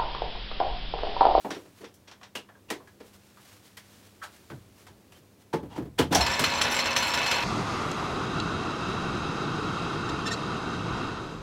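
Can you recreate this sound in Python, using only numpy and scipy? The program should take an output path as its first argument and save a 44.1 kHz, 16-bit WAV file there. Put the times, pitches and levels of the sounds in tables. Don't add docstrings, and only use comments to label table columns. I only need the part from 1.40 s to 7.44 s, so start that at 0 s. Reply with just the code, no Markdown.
import sys
import numpy as np
from scipy import signal
from scipy.fft import rfft, irfft
from scipy.io import wavfile
from scipy.ndimage import uniform_filter1d

SR = 44100
rng = np.random.default_rng(int(sys.argv[2]) if len(sys.argv) > 2 else 0)


def to_wav(s):
    ch = np.atleast_2d(s).T
    pcm = np.round(np.clip(ch, -1, 1) * 32767)
    wavfile.write(sys.argv[1], SR, pcm.astype(np.int16))


N = 266364
TIME = np.arange(N) / SR
START_S, SPIN_UP_S, SPINDLE_HZ = 4.715, .035, 5.72
THUD_TONE = dict(slope_db=-8.5, ring_hz=335, ring_db=7.5)

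# frequency in Hz, relative level in dB.
AIR_COLOUR = [(15, -67), (25, -28), (60, -15), (98, -2.5), (140, -11.5), (205, -12), (289, -9.5),
              (582, -17), (666, -20.5), (1240, -24), (1340, -26.5), (1710, -27), (6550, -32.5),
              (15500, -36)]
# pitch in Hz, level in dB.
HUM_TONES = [(100, -72), (200, -67.5)]
# frequency in Hz, relative level in dB.
CLOTH_COLOUR = [(100, -25), (400, 1), (1500, 2.5), (4000, 0), (8000, -3.5), (15500, -8.5)]
# middle in seconds, half length in seconds, level in dB.
SHIRT_MOVES = [(0.0, 0.29, -56), (0.396, 0.039, -60), (1.674, 0.038, -59), (1.75, 0.02, -57.5),
               (1.86, 0.11, -62.5), (2.1, 0.12, -55), (2.265, 0.03, -59.5), (2.32, 0.036, -64),
               (2.547, 0.16, -58.5), (2.662, 0.017, -64), (2.95, 0.03, -64), (3.006, 0.29, -62),
               (3.41, 0.057, -59.5), (3.774, 0.028, -60), (4.02, 0.02, -62)]
# frequency in Hz, T60 in seconds.
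ROOM_DECAY = [(80, 0.71), (210, 0.2), (560, 0.23), (1470, 0.16), (3880, 0.18), (10200, 0.14)]
# pitch in Hz, width in Hz, peak in dB.
LINKAGE_MODES = [(282, 34, 5.5), (465, 70, 1), (990, 23, 5), (1710, 150, 0), (3310, 53, 3)]
# start in seconds, level in dB,
# contact in seconds, body in Hz, slope above the body in dB per octave, ring in Hz.
HARD_KNOCKS = [(0.046, -33.5, 0.0024, 241, -9.5, 790), (0.103, -40, 0.001, 280, -6.5, 1730),
               (0.4, -49.5, 0.017, 189, -3.5, 430), (0.429, -46.5, 0.0081, 239, -7, 418),
               (0.951, -36.5, 0.0032, 218, -2, 2850), (1.282, -54.5, 0.011, 300, -4, 2700),
               (1.301, -34.5, 0.0017, 230, -1.3, 1950), (1.398, -55.5, 0.0093, 497, -12, 1100),
               (1.599, -48, 0.0084, 220, -4, 447), (3.1, -43, 0.0008, 120, -6, 1500),
               (4.284, -50.5, 0.049, 80, -4.5, 900), (4.351, -42, 0.015, 150, -4.5, 885),
               (4.578, -44, 0.0051, 400, -4, 2000), (4.711, -38.5, 0.0082, 129, -2.5, 3600),
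               (4.722, -25.5, 0.0052, 120, -2.5, 830), (4.747, -24.5, 0.0021, 1500, -0.5, 5830),
               (4.753, -22, 0.0012, 100, -4, 740), (4.795, -29.5, 0.0047, 606, -16, 700),
               (4.992, -26.5, 0.0021, 82.5, -1.5, 292)]
# start in seconds, level in dB, contact in seconds, body in Hz.
DULL_THUDS = [(0.112, -40, .004, 247), (0.16, -42.5, 0.0073, 270), (0.25, -55.5, 0.0065, 278),
              (1.306, -36, 0.002, 290), (3.108, -44.5, 0.005, 106), (3.16, -73, 0.0071, 95),
              (3.495, -56.5, 0.0091, 80), (4.228, -40, 0.0031, 139), (4.252, -46, .005, 81),
              (4.377, -32, 0.0019, 153), (4.419, -41.5, 0.0039, 103), (4.45, -43.5, 0.0066, 97),
              (4.607, -37, 0.0069, 82), (4.633, -38.5, 0.0027, 220), (4.705, -28.5, 0.0081, 131)]
# start in seconds, level in dB, contact in seconds.
CATCH_SNAPS = [(0.104, -39, 0.0035), (0.143, -48.5, .005), (0.441, -50, .002), (0.672, -53, 0.0089),
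               (0.712, -52, .0015), (0.83, -50.5, 0.0029)]
# frequency in Hz, relative level in dB.
CATCH_COLOUR = [(200, -16), (600, 0), (1000, 2.5), (2300, -1), (4000, -4), (6000, -7.5), (8000, -15),
                (15500, -32)]
# pitch in Hz, width in Hz, peak in dB.
CATCH_MODES = [(1780, 170, 0), (3330, 190, 3), (3660, 140, 1), (4900, 160, -2), (5600, 200, 7)]
# start in seconds, level in dB, contact in seconds,
# slope in dB per octave, ring in Hz, ping level in dB.
STEEL_CLINKS = [(0.54, -62.5, .001, 4, 5840, -72), (0.81, -55, 0.0039, -8, 1130, -62),
                (1.087, -55, 0.0019, -11, 1710, -58), (1.148, -62.5, .005, -13, 1620, -53),
                (1.472, -58.5, 0.0023, -5.5, 1665, -51), (1.972, -58, 0.0005, -9, 1370, -66),
                (2.368, -48, 0.0041, -1.5, 2020, -60), (2.818, -43, 0.022, -4, 1600, -44),
                (3.466, -53.5, .002, -4, 980, -64), (3.719, -58, .0033, -2, 2780, -76),
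                (3.75, -75, .004, -2, 3120, -56)]
# pitch in Hz, relative level in dB, T60 in seconds.
HANDLE_RING = [(1138, -7, .16), (1311, 0, .17), (1448, -10, .2), (1532, -7, .15), (1661, -5, .12),
               (1790, -9, .13), (1968, -9, .14), (3192, -12, .08)]
# start in seconds, latch level in dB, its slope in dB per octave,
# its ring in Hz, seating thud in dB, ring of the iron in dB.
DRIVE_CLUNKS = [(4.128, -34.5, -6.5, 920, -31.5, -25), (4.583, -26, -4.5, 3070, -25, -21)]
# pitch in Hz, relative level in dB, T60 in seconds.
IRON_RING = [(163, -6, .13), (266, -5, .18), (366, 1, .13), (455, 1.5, .13), (530, -5, .1), (850, -11, .22),
             (888, -9, .2), (1430, -18, .1), (1825, -20, .11)]
# pitch in Hz, width in Hz, relative level in dB.
SLIDE_MODES = [(925, 35, 0), (2870, 130, -15), (3180, 110, -15)]
# pitch in Hz, level in dB.
WHINE_TONES = [(77, -56), (83.8, -55), (119.5, -58), (146, -56), (198, -58), (241.4, -48.5), (317, -53),
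               (482.6, -54), (543.5, -50.5), (558, -52), (636.6, -49), (684, -54), (759, -55), (829, -50.5),
               (866.5, -49.5), (977, -48), (1040, -52), (1206, -54), (1126, -50.5), (1379, -53),
               (1739, -53), (2059, -51), (2109, -51.5), (2274.7, -51.5), (2600, -42.7)]
# time in seconds, level in dB.
MESH_SWELL = [(4.8, -39), (4.97, -38), (5.2, -44), (5.55, -47), (5.75, -40), (6.0, -40.5)]
# frequency in Hz, relative level in dB.
CASTING_COLOUR = [(25, -54), (45, -1), (70, -2.5), (130, -2.5), (350, -1), (700, -1), (1100, 0),
                  (1400, 0.5), (2500, -1), (4000, -5), (4700, -9.5), (6800, -17), (8500, -24.5),
                  (12000, -26.5), (15500, -34)]
# pitch in Hz, width in Hz, relative level in dB.
CASTING_MODES = [(550, 30, 3), (700, 30, 1), (832, 30, 1), (965, 30, 6), (1050, 40, 3), (1125, 30, 2),
                 (1497, 18, 4), (1754, 22, 5), (2208, 24, 4), (2440, 24, 1), (2600, 42, 2), (2708, 20, 4),
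                 (2985, 36, 5), (3260, 38, 0), (3488, 30, 2), (3626, 24, 2), (3957, 30, 2)]
# pitch in Hz, width in Hz, relative level in dB,
# extra gain for a clack in dB.
GEAR_WHEEL_MODES = [(4160, 50, 3, 7), (4224, 30, 14, 8), (4995, 40, 5, 10), (5420, 36, 17, 7),
                    (6022, 60, 13.5, 8), (7280, 80, 10, 9), (7520, 80, 15.5, 11), (7650, 60, 6, 10),
                    (7870, 60, 1, 10)]
# pitch in Hz, relative level in dB.
RIM_RING = [(9530, -8), (9690, -4), (9910, 0), (10300, 1), (10720, -7), (11500, -3), (11600, -4),
            (12350, -11), (13750, -11)]
# pitch in Hz, relative level in dB, T60 in seconds.
BENCH_RING = [(63.2, 3, 0.35), (76, -2, 0.62)]
# force in dB, tick against that force in dB, clang in Hz, clang in dB.
TURN_CLACKS = [(3.5, -28, 4222, -48), (7, -13, 5420, -40), (5, -13, 10000, -46.5), (1.5, -11, 4222, -32),
               (6.5, -7.5, 6022, -34.5), (3, -10.5, 5420, -43), (6, -18, 4222, -36)]
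# start in seconds, then the same four columns as a clack.
STRAY_SLAPS = [(4.808, 2.5, -8, 5400, -34.5), (4.913, -21, 5, 5420, -60), (5.091, -15, -10, 4222, -47),
               (5.157, -6.5, -20, 6000, -42.5), (5.313, -6.5, 5.5, 9910, -55),
               (5.343, -3, -10, 7490, -45.5), (5.365, -0.5, -10, 7470, -44.5), (5.457, -4, -13, 4222, -42),
               (5.626, -1.5, -5, 4222, -38), (5.67, -3, -4, 11800, -60), (5.797, -14, -12, 4270, -48),
               (5.863, 2, -13, 4250, -35)]


def amp(db):
    return np.exp(np.asarray(db) * np.log(10) / 20)


def unit(x):
    return x / np.sqrt(np.mean(x ** 2) + 1e-20)


def on_log(hz, points):
    at, value = np.transpose(points)
    return np.interp(np.log(hz), np.log(at), value)


def freqs(x):
    return np.maximum(np.arange(len(x) // 2 + 1) * SR / len(x), 1)


def colour(x, points):
    return irfft(rfft(x) * amp(on_log(freqs(x), points)), len(x))


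def resonance(f, hz, width):
    return 1 / (1 + 1j * (f / hz - hz / f) * hz / width)


def peaks(f, modes):
    return np.sqrt(1 + sum(abs(amp(db) * resonance(f, hz, width)) ** 2 for hz, width, db in modes))


def walk(rate):
    hold = max(int(SR / rate), 1)
    steps = np.repeat(rng.standard_normal(N // hold + 1), hold)
    return unit(uniform_filter1d(steps, hold)[:N])


def add(track, s, sound):
    i = int(s * SR)
    track[i:i + len(sound)] += sound[:N - i]


def room_tone(air_db=-59, waver_db=2.2):
    air = amp(air_db + walk(2.43)) * unit(colour(rng.standard_normal(N), AIR_COLOUR))
    hum = sum(amp(db + waver_db * walk(4.94)) * np.sin(2 * np.pi * hz * TIME + 0.58 * walk(4.2))
              for hz, db in HUM_TONES)
    return air + np.sqrt(2) * hum


def shirt_rustle():
    rub = unit(colour(rng.standard_normal(N) * amp(walk(180)), CLOTH_COLOUR))
    return rub * sum(amp(db) * np.exp(-((TIME - s) / half_s) ** 2) for s, half_s, db in SHIRT_MOVES)


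def ring_out(gain, contact_s, db, swell_cycles=0.96, late_db=-28, late_t60=0.2):
    t = TIME[:20000]
    f = freqs(t)
    modes = gain(f) * np.exp(2j * np.pi * rng.random(len(f)))
    late = amp(late_db - 60 * t / late_t60)
    octaves = np.geomspace(60, 15360, 9)
    out = 0
    for hz, share in zip(octaves, np.eye(len(octaves))):
        band = irfft(modes * np.interp(np.log(f), np.log(octaves), share), len(t))
        rise_s = contact_s + swell_cycles / hz
        early = np.exp(-np.log(1000) * np.maximum(t - rise_s, 0) / on_log(hz, ROOM_DECAY))
        out = out + band * np.minimum(t / rise_s, 1) * np.hypot(early, late)
    return amp(db) * out / np.std(out[:2000])


def blow(db, contact_s, body_hz, slope_db, ring_hz, ring_db, soft_hz=7000, ring_loss=0.07):
    def gain(f):
        ratio = f / body_hz
        low_cut = ratio ** 2.9 / np.hypot(1, ratio ** 2.9)
        tilt = amp(slope_db * np.log2(np.hypot(1, ratio)))
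        high_cut = 1 / np.hypot(1, (f / soft_hz) ** 1.8)
        ring = peaks(f, [(ring_hz, 70 + ring_loss * ring_hz, ring_db), *LINKAGE_MODES])
        crack = amp(-47) * f / np.hypot(f, soft_hz)
        return np.hypot(low_cut * tilt * high_cut * ring, crack)
    return ring_out(gain, contact_s, db)


def knocks():
    out = np.zeros(N)
    for s, db, contact_s, body_hz, slope_db, ring_hz in HARD_KNOCKS:
        add(out, s, blow(db, contact_s, body_hz, slope_db, ring_hz, ring_db=11.5))
    for s, db, contact_s, body_hz in DULL_THUDS:
        add(out, s, blow(db, contact_s, body_hz, **THUD_TONE))
    return out


def catch_snaps():
    def gain(f):
        return amp(on_log(f, CATCH_COLOUR)) * peaks(f, CATCH_MODES)
    out = np.zeros(N)
    for s, db, contact_s in CATCH_SNAPS:
        add(out, s, ring_out(gain, contact_s, db))
    return out


def chime(modes, rise_s=0.0055, detune=0.0017, size=16000):
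    t = TIME[:size]
    out = 0
    for hz, db, t60 in modes:
        pitch = hz * (1 + detune * rng.standard_normal())
        tone = np.sqrt(2) * np.sin(2 * np.pi * (pitch * t + rng.random()))
        out = out + amp(db) * tone * np.exp(-np.log(1000) * t / t60)
    return out * np.minimum(t / rise_s, 1)


def clinks(body_hz=675, ping_t60=0.093, handle_s=2.815):
    out = np.zeros(N)
    for s, db, contact_s, slope_db, ring_hz, ping_db in STEEL_CLINKS:
        tick = blow(db, contact_s, body_hz, slope_db, ring_hz, ring_db=7, soft_hz=10200, ring_loss=0.088)
        add(out, s, tick)
        add(out, s, chime([(ring_hz, ping_db, ping_t60)]))
    add(out, handle_s, amp(-38) * chime(HANDLE_RING, rise_s=.009))
    return out


def drive_clunks(seat_lag_s=0.0084):
    out = np.zeros(N)
    for s, latch_db, slope_db, ring_hz, seat_db, iron_db in DRIVE_CLUNKS:
        add(out, s, blow(latch_db, contact_s=0.0081, body_hz=567, slope_db=slope_db,
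                         ring_hz=ring_hz, ring_db=7.5, soft_hz=10400))
        add(out, s + seat_lag_s, blow(seat_db, contact_s=0.0033, body_hz=151, **THUD_TONE))
        add(out, s + seat_lag_s, amp(iron_db) * chime(IRON_RING))
    return out


def lever_scrape(middle_s=4.34, half_s=.04, level_db=-52.5):
    ring = sum(amp(db) * resonance(freqs(TIME), hz, width) for hz, width, db in SLIDE_MODES)
    friction = unit(irfft(rfft(rng.standard_normal(N)) * ring, N))
    return amp(level_db) * friction * np.exp(-((TIME - middle_s) / half_s) ** 4)


def whine(speed, mesh_hz=947.5, waver=0.00051, flutter_db=2):
    run_s = np.cumsum(speed * (1 + waver * walk(14.77))) / SR
    tones = WHINE_TONES + [(mesh_hz, np.interp(TIME, *np.transpose(MESH_SWELL)))]
    chord = sum(amp(db + flutter_db * walk(8.5)) * np.sin(2 * np.pi * hz * run_s) for hz, db in tones)
    return np.sqrt(2) * speed * chord


def lingering(force, t60):
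    keep = np.exp(-2 * np.log(1000) / (t60 * SR))
    return np.sqrt(signal.lfilter([1 - keep], [1, -keep], force ** 2 + 1e-18))


def with_tail(force, direct_db, room_db, t60=.28):
    return amp(direct_db) * force + amp(room_db) * lingering(force, t60) * rng.standard_normal(N)


def mode_noise(hz, width):
    return signal.lfilter(*signal.iirpeak(hz, hz / width, fs=SR), rng.standard_normal(N))


def tooth_impacts(speed, tooth_hz=610, scatter_db=3, slide_db=-4, chatter_db=0.6):
    run_s = np.cumsum(speed) / SR
    meets = np.diff(np.floor(run_s * tooth_hz), prepend=0)
    impacts = meets * rng.standard_normal(N) * amp(scatter_db * np.tanh(rng.standard_normal(N)))
    force = impacts / np.std(impacts[speed > .5]) + amp(slide_db) * rng.standard_normal(N)
    load_db = np.cos(2 * np.pi * SPINDLE_HZ * run_s) - chatter_db * walk(140)
    return force * speed * amp(load_db)


def wheel_rattle(speed, bounces_per_s=110, scatter_db=4):
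    bounces = (rng.random(N) < bounces_per_s / SR) * amp(scatter_db * np.tanh(rng.standard_normal(N)))
    return speed * unit(lingering(bounces, t60=.06))


def casting_ring(rolling, struck, low_cut_hz):
    out = 0
    for hz, width, db in CASTING_MODES:
        envelope = np.hypot(rolling, amp(5) * struck * hz / np.hypot(hz, low_cut_hz))
        out = out + amp(db) * envelope * mode_noise(hz, width)
    return out


def wheel_ring(rattle, struck, flare_db=5, flares_per_s=45):
    out = 0
    for hz, width, db, struck_db in GEAR_WHEEL_MODES:
        level = amp(db + flare_db * np.tanh(walk(flares_per_s)))
        out = out + level * np.hypot(rattle, amp(struck_db) * struck) * mode_noise(hz, width)
    return out


def rim_jingle(edge, rattle):
    treble = resonance(freqs(TIME), hz=10000, width=14000) ** 2
    tick = irfft(rfft(with_tail(edge, direct_db=-6, room_db=2)) * treble, N)
    rims = sum(amp(db) * mode_noise(hz, width=45) for hz, db in RIM_RING)
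    envelope = np.hypot(lingering(edge, t60=.12), amp(-27) * rattle)
    return amp(-33) * tick + amp(-15) * rims * envelope


def gears(speed, whir_db=-31.5, low_cut_hz=1700):
    f = freqs(TIME)
    teeth, rattle = tooth_impacts(speed), wheel_rattle(speed)
    slap, edge, clang = backlash()
    rolling, struck = lingering(teeth, t60=0.17), lingering(slap, t60=0.12)
    ring = amp(1) * casting_ring(rolling, struck, low_cut_hz) + wheel_ring(rattle, struck)
    clacks = amp(11) * with_tail(slap, direct_db=-3.5, room_db=-6)
    bounces = amp(-13) * rattle * rng.standard_normal(N)
    meshing = with_tail(teeth, direct_db=-5, room_db=-5.5)
    low_cut = 1j * f / (low_cut_hz + 1j * f)
    spectrum = rfft(meshing + ring) + rfft(clacks + bounces) * low_cut
    whir = irfft(spectrum * unit(amp(on_log(f, CASTING_COLOUR))), N)
    return (amp(whir_db) * whir + clang + rim_jingle(edge, rattle)) * (speed > 0)


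def bench_shudder(start_s=4.772):
    out = np.zeros(N)
    add(out, start_s, amp(-29) * chime(BENCH_RING, rise_s=0.044, size=30000))
    return out


def backlash(first_s=4.864, burst_s=0.0095, rough_db=4):
    force, edge, clang = np.zeros((3, N))
    t = TIME[:SR // 10]
    clacks = [(first_s + turn / SPINDLE_HZ, *row) for turn, row in enumerate(TURN_CLACKS)]
    for s, db, tick_db, ring_hz, ring_db in clacks + STRAY_SLAPS:
        burst = rng.standard_normal(len(t)) * np.exp(-(t / burst_s) ** 2)
        add(force, s, amp(db) * burst)
        add(edge, s, amp(db + tick_db) * burst * np.exp(-t / burst_s))
        ring = ring_out(lambda f: abs(resonance(f, ring_hz, width=180)) ** 2, contact_s=.003, db=ring_db)
        add(clang, s, ring)
    roughness = amp(rough_db * np.tanh(walk(300)))
    return force, edge, clang * roughness


def scene():
    speed = 1 - np.exp(-np.maximum(TIME - START_S, 0) / SPIN_UP_S)
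    handling = knocks() + catch_snaps() + drive_clunks() + lever_scrape() + clinks()
    running = gears(speed) + whine(speed) + bench_shudder()
    return (handling + running + room_tone() + shirt_rustle())[None]


def record(dry, top_hz=15850):
    return signal.sosfilt(signal.ellip(10, .2, 70, top_hz, fs=SR, output="sos"), dry)


dry = scene()
out = record(dry)
to_wav(out)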